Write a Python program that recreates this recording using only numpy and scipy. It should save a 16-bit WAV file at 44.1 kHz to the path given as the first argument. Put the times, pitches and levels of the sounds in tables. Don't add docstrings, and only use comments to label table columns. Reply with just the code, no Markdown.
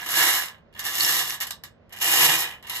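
import sys
import numpy as np
from scipy import signal
from scipy.fft import rfft, irfft, next_fast_len
from scipy.io import wavfile

SR = 44100
rng = np.random.default_rng(int(sys.argv[2]) if len(sys.argv) > 2 else 0)


def to_wav(sig):
    pcm = np.clip(np.atleast_2d(sig), -1, 1) * 32767
    pcm = np.round(pcm).astype(np.int16)
    wavfile.write(sys.argv[1], SR, pcm.T)


N = 123479
FFT_SIZE = next_fast_len(N + SR // 2)
HZ = np.fft.rfftfreq(FFT_SIZE, 1 / SR)


def amp(db):
    return 10 ** (np.asarray(db) / 20)


def along(points, hz):
    point_hz, value = np.transpose(points)
    return np.interp(np.log(hz + 1), np.log(point_hz + 1), value)


def unit(x):
    return x / np.sqrt(np.mean(np.abs(x) ** 2) + 1e-20)


def decay(t, t60_s):
    return np.exp(-np.log(1000) * t / t60_s)


def colour(points):
    cepstrum = irfft(np.log(amp(along(points, HZ))), FFT_SIZE)
    cepstrum[1:FFT_SIZE // 2] *= 2
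    cepstrum[FFT_SIZE // 2 + 1:] = 0
    return np.exp(rfft(cepstrum))


def resonance(hz, width_hz):
    damping = 1j * HZ * width_hz
    return damping / (hz * hz - HZ ** 2 + damping)


# freq_hz, likeness (clipped to 0-1 in use)
LIKENESS = [(150, 0.8), (700, 0.31), (1300, 0.84), (2000, .5), (2500, 0.69), (3000, 0.4641), (4500, 0.29),
            (6200, -0.58), (8000, 3.8), (8900, 7.35), (15000, 6)]
# freq_hz, lead_rad
LEFT_LEAD = [(1900, 0), (2300, 3.5), (3000, 2.5), (4500, 1.5), (7300, 8), (8300, 8), (9000, 9),
             (10100, 9.5), (11000, 11.5), (12900, 12), (14000, 22.5), (15200, -1), (16000, 8)]
# freq_hz, balance_db
LEFT_BALANCE = [(150, -2.5), (700, -2.5), (1200, 0.5), (1700, -7.5), (2900, -0.5), (5000, -5.5),
                (7800, -0.5), (8800, 0)]


def microphones(pair):
    turn = np.arccos(np.clip(along(LIKENESS, HZ), 0, 1)) / 2
    common = pair[0] * np.cos(turn)
    apart = pair[1] * np.sin(turn)
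    lean = amp(along(LEFT_BALANCE, HZ) / 2) * np.exp(.5j * along(LEFT_LEAD, HZ))
    return irfft(np.array([(common + apart) * lean, (common - apart) / lean]), FFT_SIZE)[:, :N]


# freq_hz, relative_db
AIR_COLOUR = [(25, -21.5), (40, -4.5), (100, 0), (135, -4), (230, -3), (270, -11.5), (590, -7.5),
              (800, -16), (1700, -21.5), (3000, -28.5), (6000, -43.5), (10000, -73.5)]
AIR_RMS_DB = -55.5


def still_air():
    noise = rfft(rng.standard_normal((2, FFT_SIZE)))
    return amp(AIR_RMS_DB) * unit(microphones(noise * amp(along(AIR_COLOUR, HZ))))


# freq_hz, t60_s
ROOM_T60 = [(200, 0.48), (1500, 0.18), (4000, 0.17), (9000, 0.13), (13000, 0.098)]


def room_tail():
    hz, t, z = signal.stft(rng.standard_normal((2, SR // 3)), SR, nperseg=256)
    t60_s = along(ROOM_T60, hz)[:, None]
    fading = z * amp(-60 * t / t60_s) / np.sqrt(t60_s)
    tail = signal.istft(fading, SR, nperseg=256)[1]
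    return tail / np.linalg.norm(tail, axis=1, keepdims=True)


# start_s, level_db, pitch_hz, ring_t60_s, left_right_db (direct sound), crack_re_ring_db
BAR_SNAPS = [(0.0112, -19, 5600, 0.0036, 3, -9), (0.4848, -25.5, 3800, 0.0089, -8, -4.5),
             (0.7395, -34.5, 4500, .003, -4, 2), (0.7938, -15, 4490, 0.0033, -1, -2),
             (0.8282, -19, 5520, .004, 0, -4), (0.935, -11, 6550, .003, 0, -4),
             (1.0076, -4, 4410, 0.012, -8, -12), (1.0482, -2, 5430, 0.0072, 0, -7),
             (1.1517, -17, 4140, .005, -3, -13), (1.162, -21, 4490, 0.0042, -3, -14),
             (1.3056, -6, 5960, 0.0041, -2, -6), (1.509, -16.5, 7300, 0.0056, -11, 0),
             (1.637, -33, 6860, 0.0037, 2.5, 0), (2.021, -10, 6550, 0.0042, 4, -2),
             (2.2246, -18, 6210, 0.0046, 0, -10), (2.297, -6, 2950, 0.0047, 0, -2),
             (2.493, -35, 5130, 0.0042, 5, 7), (2.5124, -28, 3100, 0.0033, -9, 8.5)]
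SNAP_RISE_S, SNAP_ROOM_DB = 0.00074, -6


def snaps():
    out = np.zeros((2, FFT_SIZE))
    t = np.arange(SR // 30) / SR
    crack_band = signal.butter(2, [1800, 8000], "band", fs=SR, output="sos")
    for start_s, level_db, pitch_hz, t60_s, pan_db, crack_db in BAR_SNAPS:
        crack = unit(signal.sosfilt(crack_band, rng.standard_normal(len(t))))
        ring = np.sin(2 * np.pi * pitch_hz * t)
        tick = (ring + amp(crack_db) * crack) * decay(t, t60_s) * (1 - np.exp(-t / SNAP_RISE_S))
        path = amp(SNAP_ROOM_DB) * room_tail()
        path[:, 0] += amp([pan_db / 2, -pan_db / 2])
        heard = amp(level_db) * signal.fftconvolve(tick[None], path, axes=1)
        start = round(start_s * SR)
        out[:, start:start + heard.shape[1]] += heard
    return out[:, :N]


# start_s, level_db, length_s
SETTLE_RUNS = [(0.793, -2.5, .002), (0.845, -3, 0.021), (1.403, -4, 0.0034), (1.409, 5, 0.028),
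               (1.469, -6, 0.0065), (1.507, -2, 0.0018), (1.637, -8.5, .002), (1.925, -11, 0.011),
               (1.962, -16, 0.0065), (2.012, 2, .015), (2.669, -13.5, .006), (2.697, -3, 0.0026)]
SETTLE_BAND_LEVELS = [-7.5, -2.5, -27, -39]


def settle(start_s, level_db, length_s, count=6):
    delay = (np.arange(count) + rng.random(count)) / count
    size = unit(np.exp(-delay)) / np.sqrt(count)
    when_s = start_s + length_s * (delay - delay[0])
    return when_s, amp(level_db) * np.outer(amp(SETTLE_BAND_LEVELS), size)


# time_s, clatter_db, treble_re_clatter_db
POUR_LEVELS = [
    [(0.0, -40, -7.5), (0.048, -41.5, -2), (0.132, -32.5, 6.5), (0.14, -28, -2.5), (0.174, -28.5, 10),
     (0.18, -24, 3.5), (0.24, -23.5, 2), (0.386, -30, 4.5), (0.472, -42.5, 0), (0.574, -65, -16),
     (0.6, -66.5, -10)],
    [(0.735, -58, -7), (0.772, -50, -12.5), (0.81, -42.5, 10), (0.826, -44, -13.5), (0.858, -35, 5.5),
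     (0.92, -40, 5), (1.014, -32, 8), (1.1, -31.5, 7), (1.168, -34, 7.5), (1.21, -30.5, 5.5),
     (1.254, -39.5, 6), (1.32, -39.5, 6), (1.37, -45.5, 1), (1.39, -56.5, -16)],
    [(1.9, -61, -1.5), (1.93, -50, -20.5), (2.006, -48, 8.5), (2.028, -31.5, 6.5), (2.258, -23.5, 5.5),
     (2.275, -30.5, 9), (2.295, -25, 1), (2.416, -34, 7), (2.448, -35, -2.5), (2.462, -39, 0),
     (2.6, -56.5, -14.5)],
    [(2.632, -53, -2.5), (2.66, -51, -14), (2.696, -43, -0.5), (2.774, -37.5, 5.5), (2.8, -41, 4)],
]
# drumming_db (before DRUM_DB), boom_db
POUR_SHAKES = [(-19, -29.5), (-17.5, -20.5), (-17, -18.5), (-18, -25)]
FULL_HITS_PER_S, FULL_DB = 950, -26
CROWDING = .52
SHAKE_GROWS = 1.144
SIZE_SCATTER_DB = 4.5
LEAD_S = .008
CLATTER_DB, TREBLE_DB, DRUM_DB = 1.5, 1, 5.5


def pour(rows, drum_db, boom_db):
    time_s, level_db, treble_db = np.transpose(rows)
    t = np.arange(time_s[0], time_s[-1] + LEAD_S, 1 / SR)
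    rate = FULL_HITS_PER_S * amp(CROWDING * (np.interp(t, time_s, level_db) - FULL_DB))
    passed = np.cumsum(rate) / SR
    count = min(int(passed[-1]), 4000)
    jitter, luck = rng.random((2, count))
    when_s = np.interp(np.arange(count) + 2 * jitter - .5, passed, t)
    size = unit(amp(SIZE_SCATTER_DB * -np.log(1 - luck * .95)))
    size = size * np.sqrt(SR / np.interp(when_s, t, rate))
    shake_db = FULL_DB + SHAKE_GROWS * (level_db - FULL_DB)
    bands_db = [level_db + CLATTER_DB, level_db + treble_db + TREBLE_DB,
                shake_db + drum_db + DRUM_DB, shake_db + boom_db]
    return when_s - LEAD_S, size * amp([np.interp(when_s, time_s, db) for db in bands_db])


def collisions():
    hits = [pour(rows, *shake) for rows, shake in zip(POUR_LEVELS, POUR_SHAKES)]
    hits += [settle(*row) for row in SETTLE_RUNS]
    when_s = np.concatenate([times for times, _ in hits])
    size = np.hstack([strengths for _, strengths in hits])
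    middle_s = np.array([(rows[0][0] + rows[-1][0]) / 2 for rows in POUR_LEVELS])
    nearest_pour = np.concatenate([np.full(len(times), np.argmin(np.abs(middle_s - times.mean())))
                                   for times, _ in hits])
    at = np.clip(np.round(when_s * SR).astype(int), 0, FFT_SIZE - 1)
    return at, size, nearest_pour


def blows(at, strength):
    return rfft(np.bincount(at, strength, FFT_SIZE))


def modes(rows):
    return unit(sum(amp(db) * resonance(hz, width_hz) for hz, width_hz, db in rows) / (1 + 1j * HZ / 900))


# freq_hz, width_hz, relative_db
STAND_MODES = [(328, 15, 1), (355, 28, -1), (480.2, 15, 3), (726, 38, 4.5)]
# freq_hz, width_hz, relative_db
TABLE_MODES = [(55, 23, -11.5), (154.1, 11, 6)]
STAND_APART_DB = -3.5


def stand_and_table(at, drum, boom, signs):
    stand, table = modes(STAND_MODES), modes(TABLE_MODES)
    low = np.array([blows(at, drum * sign) * stand + blows(at, boom * sign) * table for sign in signs])
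    return low * amp([[0], [STAND_APART_DB]])


# freq_hz, width_hz, lift_db
CAGE_MODES = [
    [(990, 100, 0.5), (1684, 227, 6), (2172, 46, 5), (2925, 80, 7.5), (4200, 240, 3), (5430, 83, 3)],
    [(1145, 83, 5.5), (1778, 100, 9), (2120, 86, 3.5), (2926, 153, 8.5), (3460, 54, 6), (4300, 530, 3),
     (5430, 520, 2)],
    [(853, 150, 5), (1857, 160, 6), (2275, 52, -2.5), (2422, 60, 10.5), (2960, 170, 9), (5400, 130, 1.5)],
    [(980, 140, 6), (1885, 200, 6), (2900, 200, 10), (4040, 320, 6)],
]
# freq_hz, relative_db
CLATTER_COLOUR = [(200, -43.5), (540, -13.5), (750, -4.5), (1000, 0), (1300, -2.5), (1480, -4.5),
                  (1800, -3), (2200, 0), (2540, -11), (2800, -1.5), (3400, -4.5), (6000, -36.5),
                  (12000, -66)]
# freq_hz, relative_db
TREBLE_COLOUR = [(600, -44.5), (1800, -27.5), (2560, -15), (2850, 2), (3260, -11), (3800, 0), (4800, -3),
                 (5400, 1), (8200, 0.5), (9400, -5.5), (10500, 0), (12200, 3), (13600, 2), (14500, -12.5),
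                 (15700, -12.5)]
CAGE_DB = -2


def cage(rows, stretch):
    return np.prod([1 + (amp(db) - 1) * resonance(hz * stretch, width_hz) for hz, width_hz, db in rows], axis=0)


def struck_cage(at, clatter_size, treble_size, nearest_pour, stretch):
    clatter = amp(CAGE_DB) * unit(colour(CLATTER_COLOUR))
    treble = unit(colour(TREBLE_COLOUR))
    struck = 0
    for p, rows in enumerate(CAGE_MODES):
        here = nearest_pour == p
        hit = blows(at, clatter_size * here) * clatter + blows(at, treble_size * here) * treble
        struck = struck + hit * cage(rows, stretch)
    return struck


# freq_hz, level_db (re click, before WIRE_DB), t60_s
WIRE_MODES = [(1050, -1, .7), (1597, 0.5, 0.27), (1692, 4.5, 0.1), (1766, -3, .3), (1930, 2, 0.18),
              (2464, 11, 0.18), (3036, 2.5, 0.14), (3420, 0.5, .17), (3850, 2.5, .2), (5226, 3.5, .11),
              (6750, 0.5, .15), (7760, 5.5, .14), (8290, 8, .14), (11396, 0.5, 0.11), (11600, 0.5, 0.14),
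              (11960, -0.5, .12), (12550, 4.5, .11), (12770, 4, 0.095)]
WIRE_DB = 2
PING_WIDTH_HZ, PING_DB = 280, 0


def wire_ring(ping_hz):
    ring = 1 + amp(PING_DB) * resonance(ping_hz, PING_WIDTH_HZ)
    for hz, level_db, t60_s in WIRE_MODES:
        width_hz = np.log(1000) / np.pi / t60_s
        ring = ring + rng.choice([-1., 1.]) * amp(level_db + WIRE_DB) * resonance(hz, width_hz)
    return unit(ring)


CLICK_T60_S, ROOM_DB = 0.0073, 4


def spot():
    tail = room_tail()
    t = np.arange(tail.shape[1]) / SR
    click = rng.standard_normal(tail.shape) * decay(t, CLICK_T60_S)
    click = click / np.linalg.norm(click, axis=1, keepdims=True)
    return unit(rfft(click + amp(ROOM_DB) * tail, FFT_SIZE))


# lowest_hz, highest_hz
PING_RANGE = (1800, 11050)
DETUNE = .032


def tumbling(count=6):
    at, size, nearest_pour = collisions()
    place = rng.integers(count, size=FFT_SIZE)[at]
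    signs = rng.choice([-1, 1], (3, FFT_SIZE))[:, at]
    pings_hz = np.geomspace(*PING_RANGE, count)
    stretches = 1 + DETUNE * rng.permutation(np.linspace(-1, 1, count))
    sound = stand_and_table(at, size[2], size[3], signs[1:])
    for k in range(count):
        here = signs[0] * (place == k)
        struck = struck_cage(at, size[0] * here, size[1] * here, nearest_pour, stretches[k])
        sound = sound + struck * wire_ring(pings_hz[k]) * spot()
    return microphones(sound)


def scene():
    return still_air() + snaps() + tumbling()


TOP_HZ = 15700


def record(dry):
    return irfft(rfft(dry, FFT_SIZE) / (1 + (HZ / TOP_HZ) ** 300), FFT_SIZE)[:, :N]


dry = scene()
out = record(dry)
to_wav(out)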